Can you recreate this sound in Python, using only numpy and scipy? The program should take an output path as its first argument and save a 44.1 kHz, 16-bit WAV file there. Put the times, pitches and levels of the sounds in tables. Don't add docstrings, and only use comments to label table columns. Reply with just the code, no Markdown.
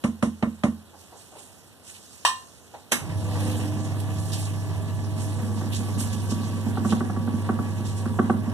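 import sys
import numpy as np
from scipy import signal
from scipy.fft import rfft, irfft, next_fast_len
from scipy.io import wavfile

SR = 44100
rng = np.random.default_rng(int(sys.argv[2]) if len(sys.argv) > 2 else 0)


def master_out(mix):
    frames = np.transpose(np.atleast_2d(mix))
    ceiling = np.clip(frames, -1, 1)
    pcm = np.round(ceiling * 32767).astype(np.int16)
    wavfile.write(sys.argv[1], SR, pcm)


N = 376569
TIME = np.arange(N) / SR

# t/s, speed/(turns per s)
ROTOR_SPEED = [(2.92, 2), (3.04, 23.6), (3.25, 24.55), (4.2, 24.55), (5.1, 24.5), (5.6, 24.28),
               (6.35, 24.1), (7.2, 24.02), (8.54, 23.98)]
# t/s, load/(0-1)
MOTOR_LOAD = [(3.0, 0.94), (3.3, 0.01), (3.9, 0.14), (4.35, 0.38), (5.3, 0.52), (6.2, 0.95), (8.54, 0.93)]
# rotor multiple, hum multiple, free level/dB, loaded level/dB, churn lift/dB
MOTOR_TONES = [(0, 2, -48, -67, 9), (0, 3, -41, -55.5, 2), (0, 4, -55, -57, -3), (0, 5, -57, -87, 10),
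               (0, 6, -55, -78, 4), (7, 0, -46.5, -50.5, 0), (14, 0, -69.5, -53, -6), (22, 0, -65, -56, 11),
               (22, 1, -45, -57, -10), (22, 2, -53.5, -69, -1), (22, 3, -54, -59.5, 4),
               (22, 4, -61, -68, -2), (23, 1, -55, -71, 2), (23, 2, -52.5, -67, -1),
               (40, 0, -56.5, -52.5, -7), (39, 2, -63.5, -53, 3), (46, 0, -60.5, -64, -3),
               (65.2, 0, -75, -64.5, 0), (66.2, 1, -60, -61, -7)]
HUM_HZ = 100.95


def motor():
    speed, load = curve(ROTOR_SPEED), curve(MOTOR_LOAD)
    field = 2 * np.pi * HUM_HZ * TIME
    shaft = 2 * np.pi * np.cumsum(speed * (1 + .0007 * drift(8))) / SR
    side_phase = np.array([[.45], [-.45]])
    out = hum_level(load) * from_db(.5 * drift(6.7)) * np.sin(field + side_phase)
    spun_up, effort = running(), churn()
    for per_turn, harmonic, free_db, loaded_db, churn_db in MOTOR_TONES:
        level_db = free_db + load * (loaded_db - free_db) + churn_db * effort + 2.06 * drift(4)
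        phase = round(per_turn) * shaft + round(harmonic) * field + rng.uniform(0, 2 * np.pi)
        out += spun_up * from_db(level_db) * np.sin(phase)
    return np.sqrt(2) * out


def hum_level(load, power_on_s=2.93, lock_in_s=3.11, drag_s=.18):
    locked = .5 + .5 * np.tanh((TIME - lock_in_s) / .024)
    drag = sum(from_db(db) * swell(s + drag_s / 2, drag_s / 2, drag_s) for s, db, _ in DOUGH_KNOCKS)
    starting = running() * from_db(-42)
    full = from_db(-29.5 + 3.5 * churn() + 1.5 * load - 2.5 * per_sample(drag / drag.max()))
    return (TIME > power_on_s) * ((1 - locked) * starting + locked * full)


def running():
    speed = curve(ROTOR_SPEED)
    return np.clip((speed - speed[0]) / (speed[-1] - speed[0]), 0, 1)


def churn():
    return per_sample(swell(3.43, rise_s=.13, fall_s=.32))


# t/s, level/dB
DOUGH_PRESSURE = [(3.05, -56), (3.45, -36.5), (3.9, -42.5), (4.8, -49.5), (5.45, -39.5), (6.35, -38.5),
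                  (6.95, -34), (7.45, -39.5), (8.54, -40.5)]
# f/Hz, level/dB
PADDLE_RUMBLE = [(35, -18), (48, -5), (60, -2.5), (74, -14), (86, 17.5), (100, 1), (130, 12), (170, 9.5),
                 (195, -2), (260, -0.5), (400, -9)]
# f/Hz, level/dB
DRIVE_RATTLE = [(300, -3), (500, -4.5), (600, -6.5), (750, -4.5), (900, -5.5), (1150, -7.5), (1350, -16.5),
                (1700, -13.5), (2100, -14), (3000, -19.5)]


def mixing():
    load, dough_db = curve(MOTOR_LOAD), curve(DOUGH_PRESSURE)
    rumble = from_db(-34 - 3 * load + 1.6 * drift(7.6)) * noise(PADDLE_RUMBLE)
    boom_modes = [mode for mode in HOUSING_MODES if 190 < mode[0] < 500]
    nudges = kitchen(ring(grains(400, 2.5), boom_modes, sustain=.7), wet_db=-2, t60=.3)
    body = from_db(dough_db + 3 + 1.36 * drift(13)) * rms_one(filtered(nudges, 4, 190, "high"))
    patter = bowl(grains(500, 2), soft_hz=3000, travel_s=0, sustain=1.4)
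    wall = from_db(dough_db - 13) * rms_one(kitchen(patter, wet_db=-5, t60=.3))
    ticks = crack(grains(140, 2.2), DRIVE_RATTLE, t60=.025, tail_db=-8, tail_t60=.3, rise_s=.001)
    rattle = from_db(-44.5 + 5.5 * churn() + .5 * load) * rms_one(ticks)
    return running() * (rumble + body + wall + rattle + groans())


# t/s, peak level/dB, length/s, f/Hz
DRIVE_GROANS = [(3.43, -43.5, 0.48, 501), (5.5, -46.5, 0.32, 489)]


def groans(waver_hz=11.64):
    waver = 2 * np.pi * np.cumsum(waver_hz * drift(25)) / SR
    out = np.zeros(N)
    for s, db, length, hz in DRIVE_GROANS:
        envelope = from_db(db) * per_sample(swell(s, length / 2, length / 2))
        out += envelope * np.sin(2 * np.pi * hz * TIME + waver)
    return np.sqrt(2) * out


# t/s, level/dB, hardness/dB
DOUGH_KNOCKS = [(5.611, -30, 3.5), (5.943, -29.5, -8), (6.003, -28, 1), (6.314, -20.5, -4.5),
                (6.398, -25.5, -12), (6.491, -28, -6), (6.657, -27, -16), (6.771, -23, 5),
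                (6.847, -19, 2.5), (6.922, -17, 4), (7.004, -20.5, 5), (7.096, -30, 6.5), (7.162, -24.5, 1),
                (7.274, -23.5, 1), (7.333, -23.5, -8), (7.489, -19.5, 7.5), (7.587, -22.5, 3.5),
                (7.796, -28, -10), (8.054, -24, 4), (8.188, -14, 7), (8.296, -16.5, 8), (8.47, -25, -4.5)]
# f/Hz, level/dB
DOUGH_SLAP = [(250, -22), (370, 5.5), (480, 3), (620, -31), (760, 7), (920, -14), (1200, -1), (1550, -8),
              (2000, -13), (3000, -24), (4500, -58)]


def knocks():
    s, db, hard_db = np.transpose(DOUGH_KNOCKS)
    boom = filtered(housing(clicks(s, db + 2.5), soft_hz=430), 3, 175, "high")
    wall = bowl(clicks(s, db + hard_db - 1), soft_hz=2400, travel_s=.00296, sustain=.74)
    slap = crack(clicks(s, db + hard_db - 12.5), DOUGH_SLAP,
                 t60=.045, tail_db=-20, tail_t60=.26, rise_s=.0008)
    return kitchen(boom, wet_db=-16, t60=.4) + kitchen(wall, wet_db=-8, t60=.35) + slap


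# f/Hz, level/dB, t60/s
HOUSING_MODES = [(87.4, -20.5, 0.7), (168, -20, 0.4), (214.5, -7.5, 0.36), (232, 0.8, 0.18),
                 (245.8, -12.3, 0.24), (269, -13.5, 0.22), (299, -17, 0.24), (342, -19.3, 0.28),
                 (472, -21.5, 0.25), (595, -7, 0.06)]


def housing(hits, soft_hz):
    rebound = from_db(-14) * later(hits, .043)
    push = filtered(hits + rebound, 2, soft_hz)
    return filtered(struck(push, HOUSING_MODES, travel_s=.0029), 6, 76, "high")


# f/Hz, level/dB, t60/s
BOWL_MODES = [(349.8, -10, 0.12), (370.7, -13, 0.13), (489, -12.5, 0.062), (742, -14.5, 0.085),
              (770, -17, 0.077), (1032, -25, 0.058), (1146, -9.5, 0.082), (1170, -19, 0.044),
              (1287, -10.5, 0.037), (1426, -16.5, 0.051), (1521, -11.5, 0.046), (1704, -20.5, 0.043),
              (1830, -17, 0.03), (2030, -26, 0.068)]


def bowl(hits, soft_hz, travel_s, sustain):
    return struck(filtered(hits, 2, [150, soft_hz], "band"), BOWL_MODES, travel_s, sustain)


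# t/s, level/dB, brightness/dB
RIM_TAPS = [(.038, -14, 3.5), (0.225, -13, 5), (0.4247, -14, -9), (0.6349, -12, 0.5)]
# f/Hz, level/dB
RIM_CLACK = [(300, 13.5), (400, -4), (570, 6.5), (850, -0.5), (1150, 2.5), (1700, -13), (2100, -2),
             (2800, -20), (4000, -37), (6000, -50)]
RIM_TICK = [(1200, 4), (2900, 0), (4200, -9)]
SUGAR_GRIT = [(2000, -21), (2900, 7), (4500, -1.5), (6500, 4.5), (10500, 1.5), (14000, -26)]


def taps():
    s, db, bright_db = np.transpose(RIM_TAPS)
    boom = housing(clicks(s, db - 1.1), soft_hz=860)
    held = plate_ring(clicks(s, db - 22), soft_hz=3250, sustain=.43)
    rim = bowl(clicks(s, db - 15), soft_hz=5000, travel_s=.00134, sustain=1.34)
    clack = crack(clicks(s, db - 10), RIM_CLACK, t60=.11, tail_db=-6, tail_t60=.2, rise_s=.0017)
    grit = crack(clicks(s, db + bright_db - 32), SUGAR_GRIT,
                 t60=.067, tail_db=3.5, tail_t60=.24, rise_s=.0013)
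    tick = crack(clicks(s + .0005, db - 14), RIM_TICK, t60=.035, tail_db=-24, tail_t60=.2, rise_s=.0002)
    ringing = kitchen(boom, wet_db=-22, t60=.4) + kitchen(held + rim, wet_db=-6, t60=.35)
    return ringing + tick + clack + grit


# t/s, level/dB
PLATE_LANDING = [(2.25, -8.5)]


def plate():
    s, db = np.transpose(PLATE_LANDING)
    ringing = plate_ring(clicks(s, db - 8), soft_hz=7500, sustain=.99)
    colour = around(PLATE_MODES, width_hz=90, widen=.02)
    chatter = crack(clicks(s, db - 7.2), colour, t60=.14, tail_db=-2, tail_t60=.26, rise_s=.0004)
    return kitchen(ringing, wet_db=-6, t60=.27) + chatter


# f/Hz, level/dB, t60/s
PLATE_MODES = [(760, -21, .06), (1036, -1, .33), (1114, -9, .24), (1793, -9.5, .29), (1840, -12.5, .2),
               (2480, -12, .09), (2805, -10, .24), (3075, -15, .18), (3135, -16, .2), (3300, -16.5, .2),
               (3738, -11, .23), (4221, -14, .28), (4595, -17, .14), (5130, -17, .12), (5860, -13.5, .19),
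               (6390, -21, .25), (7715, -16, .15), (7985, -14, .23), (8500, -20, .2), (9440, -19, .17),
               (10650, -20, .16), (12680, -27.5, .14)]


def plate_ring(hits, soft_hz, sustain):
    push = filtered(hits, 2, soft_hz)
    return filtered(ring(push, PLATE_MODES, sustain), 4, 550, "high")


# t/s, level/dB
SWITCH_CLICKS = [(2.915, -32), (2.9193, -12.5), (2.924, -18), (2.928, -17.5)]
# f/Hz, level/dB
SWITCH_MODES = [(237, 3), (630, -4.5), (974, 1.5), (1410, 1.5), (1760, 1), (2150, 3.5), (2700, 1),
                (3080, -0.5), (3750, -2), (3970, -4), (5000, -2), (5980, -2), (6310, 1), (7300, -2),
                (7900, 0), (8700, -2.5), (10200, -1), (10850, -0.5), (12200, -9), (13400, -7)]


def switch():
    hits = clicks(*np.transpose(SWITCH_CLICKS))
    colour = around(SWITCH_MODES, width_hz=255, widen=.011)
    snap = crack(hits, colour, t60=.036, tail_db=-8.5, tail_t60=.26, rise_s=.00027)
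    modes = [(hz, db, .16 * np.sqrt(1000 / max(hz, 1000))) for hz, db in SWITCH_MODES]
    panel = ring(filtered(hits, 2, 160, "high"), modes)
    return from_db(-1.7) * snap + kitchen(from_db(-21) * panel, wet_db=-5, t60=.3)


# f/Hz, level/dB
POWDER_HISS = [(1800, -5.5), (2600, 2), (3500, 2), (4600, 0), (6000, -0.5), (8600, 0), (11000, -1.5),
               (12000, -7), (14500, -12)]
# t/s, level/dB
FLOUR_SWIRL = [(3.1, -51), (3.5, -40), (3.85, -49), (4.4, -48), (4.95, -51), (5.6, -47), (6.2, -44.5),
               (7.15, -52), (8.0, -49.5), (8.54, -54)]
# t/s, peak level/dB, length/s, brightest f/Hz
FLOUR_SPILLS = [(3.41, -43, 0.055, 9050), (3.85, -48, 0.063, 6560), (4.005, -44, 0.034, 11000),
                (4.22, -49, 0.29, 7960), (4.34, -35.5, 0.06, 4540), (4.41, -40.5, 0.1, 7900),
                (5.235, -46, 0.18, 8700), (5.735, -41, 0.053, 3400), (5.762, -39, 0.056, 6000),
                (6.005, -33.5, 0.063, 7640), (6.13, -44, 0.029, 8700), (6.312, -41, 0.056, 5840),
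                (6.87, -45, 0.095, 7460), (6.91, -40, 0.061, 3550), (7.78, -51, 0.055, 6500),
                (7.87, -44.5, 0.077, 6700), (7.98, -48, 0.058, 7000)]
# t/s, peak level/dB, length/s, brightest f/Hz
HAND_SLIDES = [(1.01, -57.5, 0.14, 6640), (1.22, -56, 0.28, 7000), (1.4, -52, 0.19, 8400),
               (1.89, -48, 0.13, 7650), (1.95, -54, 0.063, 3470), (2.19, -53.5, 0.67, 6400)]


def swishes(rustle_db=-58.5, lift_db=6.5, width_octaves=.54):
    bed_power = from_db(2 * rustle_db) + running() * from_db(2 * curve(FLOUR_SWIRL))
    s, db, lengths, bright_hz = np.transpose(list(FLOUR_SPILLS) + list(HAND_SLIDES))
    powers = np.array([swell(at, .3 * length, .7 * length) for at, length in zip(s, lengths)]) ** 2
    hiss, out = noise(POWDER_HISS), 0
    edges_hz = [2600, 3100, 3700, 4600, 5700, 6500, 7400, 8300, 9300, 10400, 11500, 16000]
    for low_hz, top_hz in zip(edges_hz, edges_hz[1:]):
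        band = signal.sosfiltfilt(signal.butter(8, top_hz, fs=SR, output="sos"), hiss)
        hiss = hiss - band
        focus = np.exp(-(np.log2(np.sqrt(low_hz * top_hz) / bright_hz) / width_octaves) ** 2)
        slide_power = per_sample(from_db(2 * (db + lift_db * focus)) @ powers)
        out += band * np.sqrt(bed_power + slide_power) * from_db(2.2 * drift(16))
    return from_db(drift(120)) * out


# t/s, level/dB
HAND_BUMPS = [(0.93, -42), (1.118, -40.5), (1.15, -46), (1.315, -43), (1.35, -41), (1.39, -45),
              (2.734, -33)]
# f/Hz, level/dB
BUMP_COLOUR = [(200, -15), (500, -5), (800, -1.5), (1400, -18.5), (2200, -22), (4000, -32)]


def handling():
    hits = clicks(*np.transpose(HAND_BUMPS))
    return crack(hits, BUMP_COLOUR, t60=.11, tail_db=-19, tail_t60=.79, rise_s=.01)


# f/Hz, level/dB
ROOM_TONE = [(30, -19), (60, -7), (90, 9.5), (150, 1), (210, 5), (400, 0), (900, -4), (1500, -8.5),
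             (3000, -17), (7000, -51), (11000, -17), (14500, -22)]


def room_tone():
    return from_db(-53.5) * noise(ROOM_TONE)


def kitchen(x, wet_db, t60):
    t = np.arange(SR // 2) / SR
    tail = rng.standard_normal((2, len(t))) * from_db(-60 * t / t60) * (t > .004)
    tail /= np.sqrt(np.sum(tail ** 2, axis=1, keepdims=True))
    return x + from_db(wet_db) * signal.fftconvolve(x[None], tail, axes=1)[:, :N]


# f/Hz, left-right correlation/(0-1)
STEREO_LIKENESS = [(60, 0.092), (250, 0.13), (800, 0.9), (1500, 1), (2350, 1), (3300, 0.2), (4700, 0.69),
                   (8000, 0.26), (14000, 0.04)]


def noise(spectrum):
    size = next_fast_len(N, real=True)
    hz = np.arange(size // 2 + 1) * SR / size + 1
    edges = np.minimum(1, np.minimum(hz / spectrum[0][0], spectrum[-1][0] / hz)) ** 4
    mid, side = rfft(rng.standard_normal((2, size))) * from_db(at_hz(spectrum, hz)) * edges
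    alike = np.clip(at_hz(STEREO_LIKENESS, hz), 0, 1)
    pair = np.sqrt(1 + alike) * mid + np.sqrt(1 - alike) * side * [[1], [-1]]
    return rms_one(irfft(pair, size)[:, :N])


def crack(hits, spectrum, t60, tail_db, tail_t60, rise_s):
    fast, slow = (signal.lfilter([1], [1, -from_db(-120 / (t * SR))], hits ** 2 + 1e-18)
                  for t in (t60, tail_t60))
    decay = np.sqrt(fast + from_db(2 * tail_db) * slow)
    pole = np.exp(-2 / (rise_s * SR))
    envelope = signal.lfilter([(1 - pole) ** 2], [1, -2 * pole, pole ** 2], decay)
    return envelope * noise(spectrum)


def around(peaks, width_hz, widen):
    hz = np.geomspace(150, 14400, 600)
    power = sum(from_db(2 * db) / (1 + ((hz - centre) / (width_hz + widen * centre)) ** 2) ** 2
                for centre, db, *_ in peaks)
    return np.transpose([hz, 10 * np.log10(power)])


def ring(force, modes, sustain=1):
    out = np.zeros(N)
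    for hz, db, t60 in modes:
        r, w = from_db(-60 / (t60 * sustain * SR)), 2 * np.pi * hz / SR
        out += from_db(db) * signal.lfilter([0, np.sin(w)], [1, -2 * r * np.cos(w), r * r], force + 1e-18)
    return out


def struck(force, modes, travel_s, sustain=1):
    return sum(ring(later(force, travel_s * np.sqrt(1000 / mode[0])), [mode], sustain) for mode in modes)


def clicks(times, db):
    out = np.zeros(N)
    out[np.round(np.asarray(times) * SR).astype(int)] = from_db(db)
    return out


def grains(per_s, spread_db):
    sizes = from_db(spread_db * np.minimum(rng.exponential(1, N), 4)) * rng.choice([-1, 1], N)
    return sizes * (rng.random(N) < per_s / SR)


def swell(peak_s, rise_s, fall_s):
    t = np.arange(0, N / SR, .001) - peak_s
    return np.exp(-np.minimum(np.where(t < 0, (t / rise_s) ** 2, t / fall_s), 30))


def drift(rate_hz):
    return rms_one(per_sample(rng.standard_normal(int(2 * rate_hz * N / SR) + 2)))


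def per_sample(envelope):
    return np.interp(np.linspace(0, len(envelope) - 1, N), np.arange(len(envelope)), envelope)


def curve(points):
    return np.interp(TIME, *np.transpose(points))


def at_hz(points, hz):
    f, value = np.transpose(points)
    return np.interp(np.log(np.maximum(hz, 1)), np.log(f), value)


def filtered(x, order, hz, kind="low"):
    return signal.sosfilt(signal.butter(order, hz, kind, fs=SR, output="sos"), x)


def later(x, seconds):
    return np.interp(np.arange(N) - seconds * SR, np.arange(N), x, left=0)


def from_db(db):
    return 10 ** (np.asarray(db) / 20)


def rms_one(x):
    return x / np.sqrt(np.mean(x ** 2) + 1e-20)


def scene():
    return room_tone() + taps() + plate() + handling() + switch() + motor() + mixing() + knocks() + swishes()


# f/Hz, left minus right/dB
MIC_BALANCE = [(60, -11), (101, -2.0), (230, -3.5), (700, -0.5), (1100, -0.5), (2400, -1.5), (4400, -2),
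               (8000, -6), (15000, -4.5)]
# f/Hz, lag/rad
MIC_LAG = [(1400, 0), (2150, 2.9), (2550, 3.3), (3200, 6.1), (3800, 6.6), (4400, 9), (4900, 9.6),
           (5900, 12.5), (8400, 18.9), (10800, 25), (14000, 33)]


def record(dry, cutoff_hz=14450):
    size = next_fast_len(N + SR // 10, real=True)
    hz = np.arange(size // 2 + 1) * SR / size
    left, right = rfft(dry, size)
    lag = np.interp(hz, *np.transpose(MIC_LAG))
    tilt = from_db(at_hz(MIC_BALANCE, hz) / 2)
    pair = irfft(np.array([left * tilt * np.exp(-1j * lag), right / tilt]), size)[:, :N]
    return signal.sosfilt(signal.ellip(12, .1, 70, cutoff_hz, fs=SR, output="sos"), pair)


dry = scene()
out = record(dry)
master_out(out)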